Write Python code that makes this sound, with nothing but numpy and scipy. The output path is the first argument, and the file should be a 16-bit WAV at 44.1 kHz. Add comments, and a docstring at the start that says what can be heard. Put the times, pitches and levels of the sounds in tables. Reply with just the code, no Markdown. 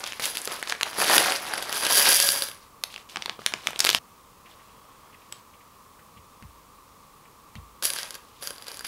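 """In a small, quiet room small plastic bricks slide out of a crackling film bag onto a wooden table. The
emptied bag snaps, and at 3.987 s the room's tail stops short; then fingers tap, brush and shift a few bricks. A
faint whistle passes, a thin tile rings, and last the fingers rake through the heap. Contacts are damped cycles,
noise bursts and struck modes, sent through a decaying room. A band of noise near 1.1 kHz hums under everything,
over the microphone's hiss."""
import sys
import numpy as np
from scipy import signal
from scipy.fft import rfft, irfft, next_fast_len
from scipy.io import wavfile
from scipy.ndimage import map_coordinates

SR = 44100
rng = np.random.default_rng(int(sys.argv[2]) if len(sys.argv) > 2 else 0)


def store_pcm(level_fs):
    """Save levels as 16-bit WAV."""
    pcm = np.round(np.clip(level_fs, -1, 1) * 32767).astype(np.int16)
    wavfile.write(sys.argv[1], SR, np.atleast_2d(pcm).T)


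N = 391166

# single snaps of film and bricks, before the trims of each layer:
# [t/s, level/dB, f/Hz, crack re snap/dB, knock re snap/dB, t60/s]
SNAPS = [(0.0387, -16, 4170, -28, -15.5, 0.0077), (0.0636, -18.5, 3580, -24, -25, 0.007),
         (0.0738, -18.5, 5700, -17, -17, 0.007), (0.121, -15.5, 2950, -24, -24, 0.0066),
         (0.1312, -22, 2420, -18, -16, 0.0076), (0.1955, -17, 1630, -9, -7.5, 0.0063),
         (0.221, -15, 5740, -12, -17, 0.0063), (0.2396, -16.5, 4480, -4, -24, 0.0066),
         (0.2542, -20, 3360, 5.5, -26, 0.0066), (0.352, -26, 3380, -7, -22, 0.007),
         (0.3697, -12.5, 3950, -13, -27, 0.014), (0.416, -26, 5290, -1, -18, 0.0063),
         (0.4476, -32, 3180, 7, -19, 0.0082), (0.4738, -11.5, 4100, -21, -12.5, 0.0072),
         (0.518, -21, 3210, -9, -20, 0.0062), (0.5954, -32, 3060, -4, -13, 0.007),
         (0.6261, -12, 1900, -15, -22.5, 0.0074), (0.6726, -16.5, 2590, -20, -28, 0.0072),
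         (0.6962, -11.5, 4450, -20, -36, 0.0063), (0.7056, -19, 3200, -20, -16.5, 0.0082),
         (0.7214, -9.5, 3600, -19, -29, 0.0074), (0.7224, -7.5, 1530, -33, -42, 0.0063),
         (0.749, -19, 1910, -29, -27, 0.0064), (0.8096, -7.5, 2380, -26.5, -29, 0.01),
         (0.8157, -19, 1500, -12.5, -15.5, 0.007), (0.8255, -22, 1600, -14, -15, 0.0077),
         (0.83, -2.5, 3460, -15, -32, 0.0084), (0.9296, -31, 4690, -14, 3, 0.0064),
         (0.985, -13.5, 1400, -20.5, -6.5, 0.0043), (1.0003, -13, 1500, -12.5, -21, 0.007),
         (1.015, -10.5, 2660, -27, -23.5, 0.007), (1.0424, -13, 3670, -20, -14, 0.0079),
         (1.0795, -14, 4800, -16, -22, 0.007), (1.0967, -8, 1760, -8, -9, 0.0064),
         (1.179, 2, 3260, -24, -36, 0.016), (1.3204, -10, 2710, -32, -26, 0.0076),
         (1.355, -25, 1510, -11.5, -23, 0.007), (1.424, -32, 2350, -3, -18, 0.007),
         (1.452, -27, 1900, -8, -11, 0.007), (1.5357, -12, 1600, -23, -19, 0.0065),
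         (1.5775, -16, 2020, -30, -21, 0.0085), (1.6232, -19, 3280, -12, -16, 0.0077),
         (1.693, -21.5, 4720, -11, -13, 0.0075), (1.7254, -16.5, 3240, -3, -15.5, 0.0086),
         (1.834, -11.5, 2190, -19, -20, 0.0064), (1.865, -7.5, 2860, -21, -17.5, 0.0046),
         (1.9224, -7, 5120, -8, -24, 0.0067), (1.9812, -8, 5240, -8, -28, 0.0058),
         (2.07, -8, 4870, -19, -14.5, 0.0061), (2.1144, -16, 4960, 1, -29, 0.007),
         (2.1234, -7, 4920, -11, -32, 0.0076), (2.1564, -22, 4680, 5.5, -11, 0.0076),
         (2.2, -10.5, 4720, -4, -32, 0.0093), (2.288, -4.5, 4700, -13, -24, 0.007),
         (2.4207, -9.5, 4600, -18, -30, 0.0061), (2.4853, -22, 4040, -7, -16, 0.007),
         (2.5134, -27, 3210, -17, -35, 0.0063), (2.8363, -9, 4380, -13.5, -59, 0.011),
         (2.9404, -24, 3600, -30, -24, 0.0075), (2.9601, -24, 2720, -23, -20, 0.0091),
         (2.9773, -25, 2270, -22, -28, 0.0075), (3.0952, -33, 4570, -16, -16, 0.007),
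         (3.1581, -14, 2980, -35, -13, 0.0086), (3.1691, -17, 2900, -41, -6, 0.01),
         (3.2213, -15.5, 3080, -32, -30, 0.0094), (3.258, -16.5, 3600, -17, -11.5, 0.0083),
         (3.279, -30, 1500, -30, -5, 0.007), (3.2945, -15, 3200, -37, -12, 0.0071),
         (3.3903, -31.5, 1580, -29, 6, 0.0058), (3.4163, -27, 1760, -26, -10, 0.0064),
         (3.4615, -0.5, 3600, -11.5, -30, 0.0069), (3.471, -20, 2320, -18, -22, 0.007),
         (3.5214, -23, 3800, -31, -6, 0.0047), (3.5368, -7, 3030, -28, -13.5, 0.0066),
         (3.6456, -40, 3290, -21, -11, 0.007), (3.6583, -28, 1560, -19, -5, 0.0053),
         (3.6698, -6, 3070, -16.5, -18.5, 0.011), (3.6843, -25.5, 1570, -17, 1, 0.0057),
         (3.7053, -21, 1540, -12, -19, 0.007), (3.7307, -23.5, 1990, -19, -9, 0.007),
         (3.7588, -19.5, 3570, -21, -14, 0.007), (3.7912, -8, 5810, -11, -28, 0.0081),
         (3.8024, -4.5, 5330, -12, -34, 0.011), (3.805, -14, 5700, -10, -30, 0.012),
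         (3.8246, -20, 3630, -23, -24, 0.007), (3.8424, -13, 3740, -10, -25, 0.0076),
         (3.8478, -3, 4100, -7, -21, 0.0086), (3.8589, -14, 4940, -8, -14, 0.012),
         (3.866, -7.5, 3240, -19, -17, 0.012), (3.8697, -5.5, 2710, -15, -19, 0.011),
         (3.8896, 1, 3370, -12, -20, 0.005), (3.8913, -5.5, 3640, -23, -18, 0.008),
         (3.8978, -15, 2200, -20, -22, 0.007), (3.9003, -5, 4700, -19, -35, 0.011),
         (3.9105, -8, 3070, -27, -28, 0.0064), (3.929, -9, 3950, -14, -21, 0.0053),
         (3.9467, -2.5, 3280, -13, -14.5, 0.0073), (5.3233, -21, 3260, -16, -33, 0.0081),
         (6.4238, -34.5, 2400, -18, -12, 0.0072), (7.553, -30.5, 2330, -25, -27, 0.016),
         (7.824, -18.5, 4900, -2, -23, 0.0064), (7.8512, -14, 4960, -1, -21, 0.0075),
         (7.9015, -13, 4250, -13, -39, 0.007), (7.934, -19.5, 4700, -1, -25, 0.0082),
         (7.9615, -22, 1660, -10, -23, 0.007), (7.9856, -19, 4800, -17, -29, 0.009),
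         (8.03, -21.5, 4860, -13, -26, 0.0084), (8.1058, -24, 4800, -5.5, -24, 0.0074),
         (8.1424, -27.5, 6300, -21, -27, 0.0063), (8.1514, -26, 6160, -17, -25, 0.0078),
         (8.424, -23, 4700, -9, -11, 0.0061), (8.4718, -19, 4800, -6, -17, 0.0097),
         (8.5051, -23, 4460, -6, -13, 0.0059), (8.5604, -37, 4380, -14, -22, 0.007),
         (8.5805, -31, 4320, -20, -17, 0.0088), (8.6218, -30, 3840, -7, -27, 0.0076),
         (8.6418, -37, 4970, -14, -17, 0.007), (8.667, -30, 4320, -10, -21, 0.0077),
         (8.6812, -24, 4750, -4, -18, 0.007), (8.7156, -28, 4790, -12, -25, 0.0076),
         (8.7425, -28, 5000, -18, -22, 0.007), (8.77, -30, 4300, 3, -22, 0.007),
         (8.792, -24, 6100, -13, -18, 0.0074), (8.807, -26, 1610, -5, -16, 0.0064),
         (8.847, -20.5, 2720, -11, -24, 0.0079)]
# shell modes of a plastic brick: [f/Hz, width/Hz, relative level/dB]
BRICK_MODES = [(565, 37, -15.5), (1623, 60, -11), (3280, 600, -16.5), (4775, 86, -4), (5600, 890, -16),
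               (10450, 136, -4), (11300, 98, -10), (12200, 3100, -19.5)]
SIZE_SCATTER = 0.019  # largest relative shift of the modes from brick to brick
SNAP_LAG_S, SNAP_RISE_S = 0.000985, 0.0005  # short silent delay before each piece sounds; then its rise


def amp(db):
    """Decibels to gain."""
    return 10 ** (np.asarray(db) / 20)


def unit(x):
    """Scaled to rms 1."""
    return x / np.sqrt(np.mean(x ** 2) + 1e-20)


def along(points, hz):
    """Values between (Hz, value) points on a log frequency axis."""
    f, v = np.transpose(points)
    return np.interp(np.log(hz + 1), np.log(f + 1), v)


def filtered(x, response):
    """x times a complex response of frequency."""
    m = next_fast_len(N + SR // 2)
    return irfft(rfft(x, m) * response(np.fft.rfftfreq(m, 1 / SR)), m)[..., :N]


def causal(spectrum):
    """Minimum-phase response for a (Hz, dB) spectrum, so that nothing sounds before a blow."""
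    def response(hz):
        cepstrum = irfft(np.log(amp(along(spectrum, hz)) + 1e-6))
        half = len(cepstrum) // 2
        cepstrum[1:half] *= 2
        cepstrum[half + 1:] = 0
        return np.exp(rfft(cepstrum))
    return response


def high_pass(hz, corner_hz):
    """First-order response that loses the bass below its corner."""
    return 1j * hz / (corner_hz + 1j * hz)


def contacts(per_second, spread_db):
    """Random impulses of either sign, many small and a few large."""
    hit = rng.random(N) < per_second / SR
    size_db = spread_db * np.minimum(rng.exponential(size=N), 4)
    return hit * amp(size_db) * rng.standard_normal(N)


def grains(spectrum, per_second, cycles, spread_db):
    """Random contacts of scattered size, each damped cycles at its own pitch, 60 dB down after `cycles`."""
    rows = rng.random((int(per_second * N / SR), 4))
    low, high = spectrum[0][0], spectrum[-1][0]
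    hz = low * (high / low) ** rows[:, 1:2]
    size_db = spread_db * np.minimum(-np.log(rows[:, 2:3]), 4)
    size = amp(along(spectrum, hz) + size_db) * np.sqrt(hz)
    turns = np.arange(int(cycles * SR / low * 2 // 3)) / SR * hz  # cycles since contact
    wave = size * amp(-60 * turns / cycles) * np.sin(2 * np.pi * turns) * np.minimum(turns, 1)
    where = (rows[:, :1] * N).astype(int) + np.arange(turns.shape[1])
    return unit(np.bincount(where.ravel(), wave.ravel())[:N])


def stretches(tables):
    """One gain per level column, silent between the movements, clumpy within them."""
    uneven_db, uneven_per_s = 2.5, 30  # bricks come in clumps
    t, gains = np.arange(N) / SR, 0
    for rows in tables:
        s, *columns = np.transpose(rows)
        gains = gains + amp([np.interp(t, s, c, left=-120, right=-120) for c in columns])
    knots = rng.standard_normal((len(gains), int(N / SR * 60)))
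    wander_db = [uneven_db * map_coordinates(k, [t * uneven_per_s]) for k in knots]
    return gains * amp(wander_db)


def background():
    """Steady noise shaped in frequency: the hum near 1.1 kHz and the microphone's hiss."""
    # the quiet room and microphone: [f/Hz, relative density/dB]
    quiet_spectrum = [(15, -41), (25, -8), (85, -6.5), (124, -8), (208, -7.5), (378, -13), (470, -9),
                      (706, -15.5), (1150, -1), (1430, -16), (1600, -19.5), (2600, -19.5), (2820, -21),
                      (14800, -25), (16500, -24.5)]
    noise = filtered(rng.standard_normal(N), lambda hz: amp(along(quiet_spectrum, hz)))
    return amp(-53) * unit(noise)  # rms in dB


def room(x, pieces=30):
    """Each frequency of the room's answer dies at its own speed; the hands move, so the tail changes."""
    # decay of the small room: [f/Hz, t60/s]
    room_decay = [(200, 0.29), (1000, 0.38), (4000, 0.2), (12000, 0.24)]
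    cut_s, build_up_s = 3.987, 0.0065
    out, cut = np.zeros(N + SR), round(cut_s * SR)
    edges = np.unique(np.append(np.linspace(0, N, pieces).astype(int), cut))
    for a, b in zip(edges, edges[1:]):
        if a == cut:
            out[cut:] = 0  # the tail breaks off here
        hz, t, cells = signal.stft(rng.standard_normal(SR // 3), SR, nperseg=256)
        fall = amp(-60 * t / along(room_decay, hz)[:, None])
        tail = signal.istft(cells * fall * (1 - np.exp(-t / build_up_s)), SR, nperseg=256)[1]
        wet = signal.fftconvolve(x[a:b], tail / np.linalg.norm(tail))
        out[a:a + len(wet)] += wet
    return out[:N]


def whistle():
    """A faint whistle: resonant narrow noise that fades in and out."""
    # the whistle's band: [f/Hz, width/Hz, level/dB]
    hz, width_hz, db = (3300, 70, -73)
    # when it is heard: [from t/s, to t/s]
    start, end = (4.5, 5.22)
    t = np.arange(N) / SR
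    band = signal.lfilter(*signal.iirpeak(hz, hz / width_hz, fs=SR), rng.standard_normal(N))
    fade = np.clip(np.minimum(t - start, end - t) / 0.05, 0, 1)
    return amp(db) * unit(band) * fade


def board():
    """One soft blow on the table top: low modes that swell and decay, their levels varying by blow."""
    # modes of the wooden table top: [f/Hz, relative level/dB, t60/s]
    board_modes = [(55.1, -9, 0.54), (80.7, 1.5, 0.2), (108.3, 8.5, 0.095), (144.9, 2, 0.13),
                   (208, 7, 0.067)]
    t = np.arange(SR // 2) / SR
    ring = 0
    for hz, level, t60 in board_modes:
        fall = amp(level + rng.normal(0, 0.58) - 60 * t / t60)
        ring = ring + fall * np.sin(2 * np.pi * hz * t)
    return ring * (1 - np.exp(-t / 0.023))


def thumps():
    """Soft fingertips set the table top ringing low."""
    # fingers landing on the table top: [t/s, level/dB before the trim]
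    landings = [(4.521, -56), (6.164, -40.5), (6.423, -31.5), (7.555, -28), (7.828, -58)]
    out = np.zeros(N + SR)
    for s, db in landings:
        out[round(s * SR):][:SR // 2] += amp(db - 3.5) * board()
    return out[:N]


def shudder(blows):
    """Tumbling bricks and hard snaps set the table top humming low."""
    jolt_db = -11.5  # how hard a snap's knock shakes the table top
    jolts = np.zeros(N)
    for s, db, _, _, knock_db, _ in SNAPS:
        jolts[round(s * SR)] = amp(db + knock_db + jolt_db)
    hum = signal.fftconvolve(blows + jolts, board())[:N]
    return filtered(hum, lambda hz: high_pass(hz, 150) ** 3)


def touches():
    """Each brush is a soft puff of noise around its centre."""
    # fingertips brushing bricks and paper: [t/s, level/dB, centre f/Hz]
    brushes = [(4.456, -44, 2580), (4.51, -50, 3370), (4.52, -54, 650), (4.595, -52, 2200),
               (4.69, -53, 2400), (5.125, -50, 2500), (5.14, -47.5, 2350), (5.215, -52, 2600),
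               (5.534, -51, 2600), (5.604, -51, 2300), (5.989, -48, 1600), (6.168, -47.5, 2540),
               (6.424, -49.5, 2420), (7.251, -51, 2300), (7.556, -44, 3000)]
    rise_s, t60_s, width_hz = 0.0064, 0.07, 1040
    out, t = np.zeros(N + SR), np.arange(SR // 10) / SR
    for s, db, hz in brushes:
        band = signal.butter(2, [hz - width_hz / 2, hz + width_hz / 2], "band", fs=SR)
        puff = unit(signal.lfilter(*band, rng.standard_normal(len(t))))
        shape = amp(db - 60 * t / t60_s) * np.minimum(t / rise_s, 1)
        out[round(s * SR):][:len(t)] += shape * puff
    return out[:N]


def tile():
    """One thin tile, flicked by a nail, rings on in decaying sines."""
    # modes of the tile: [f/Hz, level/dB, t60/s]
    tile_modes = [(7900, -30, 0.022), (12500, -41, 0.018)]
    t = np.maximum(np.arange(N) / SR - 5.3241, 0)  # seconds since the flick
    return sum(amp(db - 60 * t / t60) * np.sin(2 * np.pi * hz * t) for hz, db, t60 in tile_modes)


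def clinks():
    """Where a snap is two bricks meeting, the shell rings on, each brick a little off the common modes."""
    # when the snaps are bricks meeting: [from t/s, to t/s]
    brick_spans = [(0.93, 2.6), (7.8, 8.87)]
    clink_db = -9  # shell ring relative to its snap, before the mode levels
    out, t = np.zeros(N + SR), np.arange(SR // 20) / SR
    hz, width_hz, level = np.transpose(BRICK_MODES)[:, :, None]
    for s, db, *_ in SNAPS:
        if not any(a < s < b for a, b in brick_spans):
            continue
        off, uneven = rng.uniform(-1, 1, hz.shape), rng.standard_normal(hz.shape)
        fall = amp(db + clink_db + level + 3 * uneven) * np.exp(-np.pi * width_hz * t)
        ring = fall * np.sin(2 * np.pi * hz * (1 + SIZE_SCATTER * off) * t)
        at = round((s + SNAP_LAG_S + SNAP_RISE_S) * SR)
        out[at:][:len(t)] += ring.sum(0)
    return out[:N]


def snaps():
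    """Each snap: a few cycles at its pitch that fray into noise, a bright crack and a short knock."""
    fray, crackle = 0.3, 0.6  # noise that follows the first tick of a snap and of its crack
    crack_share, knock_t60_s = 0.64, 0.014  # life of a crack over that of its snap; life of a knock
    out, cracks, t = np.zeros(N + SR), np.zeros(N + SR), np.arange(SR // 30) / SR
    rise = np.minimum(t / SNAP_RISE_S, 1) ** 2
    let_go = np.arange(len(t)) == round(SNAP_RISE_S * SR)
    for s, db, hz, crack_db, knock_db, t60 in SNAPS:
        noise, scatter = rng.standard_normal((2, len(t))), rng.standard_normal(5)
        life_s = np.clip(t60, 0.003, 0.03)
        fall = amp(db - 1.5 - 60 * t / life_s) * rise

        turns = hz * t[:130]  # cycles since the start
        upper, top = 1.52 * amp(1.1 * scatter[3]), 2.46 * amp(0.71 * scatter[4])  # differ by piece
        shape = np.sin(2 * np.pi * turns)
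        shape += 0.43 * np.sin(2 * np.pi * upper * turns)
        shape += 0.186 * np.sin(2 * np.pi * top * turns)
        mode = 4 * turns * amp(-60 * turns / 2.96) * shape  # the piece's broad modes
        push = fray * noise[0] * (t > SNAP_RISE_S) + 2.46 * let_go
        body = np.convolve(push * fall, mode)[:len(t)] * np.sqrt(hz / 2500)

        knock_fall = amp(db + knock_db - 1 - 60 * t / knock_t60_s)
        knock = 0
        for low_hz, v in zip((300, 560, 1000), scatter):
            knock = knock + knock_fall * np.sin(2 * np.pi * low_hz * amp(2.28 * v) * t)

        crack_fall = amp(db + crack_db + 9.5 - 60 * t / (crack_share * life_s))
        at = round((s + SNAP_LAG_S) * SR)
        out[at:][:len(t)] += body + knock * rise
        cracks[at:][:len(t)] += crack_fall * (crackle * rise * noise[1] + 2.2 * let_go)
    bright = causal([(1200, -32.0), (3000, -15.5), (6500, 3.5), (10400, 5.0), (13000, -0.5), (16000, -10.0)])
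    return out[:N] + filtered(cracks[:N], bright)


def ringing(count):
    """Bricks of several sizes, struck independently; each has its shell modes a little off the common ones."""
    out = 0
    sizes = np.array([rng.permutation(np.linspace(-1, 1, count)) for _ in BRICK_MODES]).T
    for off in 1 + SIZE_SCATTER * sizes:
        hits = contacts(170, spread_db=2.2)
        for k, (hz, width_hz, db) in enumerate(BRICK_MODES):
            mode = signal.iirpeak(hz * off[k], hz / width_hz, fs=SR)
            gain = (-1) ** k * amp(db + rng.normal(0, 3.0))
            out = out + gain * signal.lfilter(*mode, hits)
    return unit(out)


def heap():
    """Bricks tumbling: dull knocks on wood, dry ticks and ringing shells; the film rustles more softly."""
    # the bag tips, bricks pour out, fingers rake the heap; one table a jerk, surge or stroke:
    # [t/s, dry rattle level/dB, knocks on the table level/dB, brick ringing level/dB], before the trims
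    jerks = [
        [(0.0, -39, -40, -58), (0.032, -44, -47, -57), (0.04, -33, -40, -52), (0.056, -49, -58, -65),
         (0.062, -37, -48, -50), (0.19, -49, -52, -58)],
        [(0.2, -33, -38, -39), (0.208, -40.5, -44, -52), (0.244, -29, -33, -32.5), (0.344, -41, -55, -46.5),
         (0.354, -36, -39, -36), (0.365, -39, -42, -52)],
        [(0.378, -26, -49, -40), (0.4, -42, -47, -48), (0.454, -43, -48, -38), (0.47, -40.5, -41, -63),
         (0.524, -34, -39.5, -40), (0.62, -47.5, -48, -59)],
        [(0.632, -37, -39, -58), (0.646, -48, -49, -67), (0.702, -35, -39, -52), (0.718, -36, -37, -64),
         (0.792, -53, -58, -70), (0.805, -45, -46, -66)],
        [(0.838, -36, -37, -52), (0.846, -49, -48, -61), (0.862, -37, -35.5, -58), (0.916, -44, -46, -49),
         (0.92, -45, -48, -64), (0.93, -40, -29, -61)],
    ]
    pour = [
        [(0.93, -35, -40, -64), (0.942, -39, -44.5, -50.5), (0.96, -38, -36.5, -53.5),
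         (0.994, -31.5, -31, -37.5), (1.02, -22.5, -26, -43.5), (1.034, -27, -32, -40),
         (1.148, -22.5, -24.5, -24), (1.172, -20, -20.5, -24.5)],
        [(1.192, -26, -27, -30), (1.21, -22, -26.5, -35), (1.276, -30, -31, -37), (1.302, -28, -27, -47),
         (1.362, -30.5, -40.5, -42), (1.38, -42, -38, -62), (1.432, -44, -41.5, -43), (1.47, -36.5, -39, -59)],
        [(1.47, -36, -36, -54), (1.584, -39, -36, -59), (1.608, -45, -45, -68), (1.626, -35, -37, -42),
         (1.642, -40.5, -40.5, -54), (1.776, -31, -32.5, -36.5), (1.81, -36.5, -38.5, -39.5),
         (1.85, -29, -31.5, -36.5)],
        [(1.85, -24.5, -27.5, -47.5), (1.896, -31, -42, -36.5), (1.904, -25, -29.5, -28),
         (2.13, -23, -29.5, -23.5), (2.138, -27, -33.5, -25), (2.328, -35, -39, -28.5), (2.434, -40, -46, -37),
         (2.7, -69, -80, -83)],
    ]
    rakes = [
        [(7.822, -60, -60, -62), (7.824, -33, -37, -39), (7.854, -29, -43.5, -25.5), (7.886, -36.5, -51, -38),
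         (7.994, -36, -46, -45), (8.128, -52, -55, -65), (8.158, -46, -47.5, -53), (8.17, -56, -64, -66),
         (8.25, -70, -77, -77)],
        [(8.41, -52, -60, -60), (8.43, -47, -48, -43), (8.608, -54, -56, -68.5), (8.628, -64, -59, -49),
         (8.658, -53, -58, -77), (8.68, -41.5, -50, -48), (8.84, -55.5, -57, -65), (8.846, -33.5, -45, -49),
         (8.87, -43.5, -44, -45)],
    ]
    # the empty bag and a few bricks moved about, one table a movement:
    # [t/s, soft rustle level/dB, knocks level/dB], before the trims
    rustles = [
        [(2.9, -49, -59), (3.03, -60, -62)],
        [(3.09, -49, -55), (3.208, -55, -52), (3.322, -55, -51), (3.38, -64, -68)],
        [(3.39, -47.5, -59), (3.502, -56.5, -57), (3.78, -45.5, -51)],
        [(3.79, -29.5, -47), (3.832, -37.5, -46), (3.952, -36.5, -60), (3.987, -42, -64)],
        [(4.45, -61, -57), (4.68, -69, -63.5), (5.098, -75, -62.5), (5.4, -61, -62)],
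        [(8.25, -66, -72), (8.41, -62, -70)],
    ]
    # spectra of knocks on wood, of dry ticks and of soft film rustle: [f/Hz, relative level/dB]
    knock_spectrum = [(200, -10.5), (350, -8), (600, -5), (1200, -1.5), (2400, -6.5)]
    rattle_spectrum = [(1500, -4.5), (2200, -7), (3200, -1.5), (5500, -1.5), (7600, -21), (9500, 0.5),
                       (13000, -33.5), (16000, -23.5)]
    film_spectrum = [(1500, -21), (2400, -3.5), (3300, 2.5), (5000, 0), (7000, -9), (11000, -2)]

    rattle, knock, ring = stretches(jerks + pour + rakes)
    rustle, nudge = stretches(rustles)
    wood = grains(knock_spectrum, 750, cycles=4.5, spread_db=-0.5)
    ticks = grains(rattle_spectrum, 2500, cycles=7.1, spread_db=-0.4)
    film = grains(film_spectrum, 2505, cycles=6.0, spread_db=-1.0)
    bricks = amp(-1.0) * (knock + nudge) * wood
    bricks += amp(-3.0) * rattle * ticks
    bricks += amp(2.5) * ring * ringing(count=9)
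    bricks += rustle * film
    # tumbling bricks shake the table top
    blows = amp(-19.5) * (knock + 0.6 * ring) * contacts(300, spread_db=0.5)
    return bricks, blows


def small_pieces(hz):
    """Response of small pieces, which radiate little bass."""
    return high_pass(hz, 60.6) * (amp(-8.0) + high_pass(hz, 274) ** 2) / 1.215


def scene():
    """Everything on the table, the room and the background."""
    bricks, blows = heap()
    singles = snaps() + clinks() + tile() + touches()
    pile, single = filtered(np.array([bricks, singles]), small_pieces)
    far = room(amp(-8.0) * pile + amp(-12.5) * single)
    mix = pile + single + far + shudder(blows) + thumps() + whistle() + background()
    return mix[None]


def record(dry):
    """Peaks round off at full scale; nothing is kept above the band limit."""
    top_hz = 15950
    soft = dry / (1 + np.abs(dry) ** 6) ** (1 / 6)
    return filtered(soft, lambda hz: np.clip((top_hz - hz) / 250, 0, 1) ** 2)


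dry = scene()
out = record(dry)
store_pcm(out)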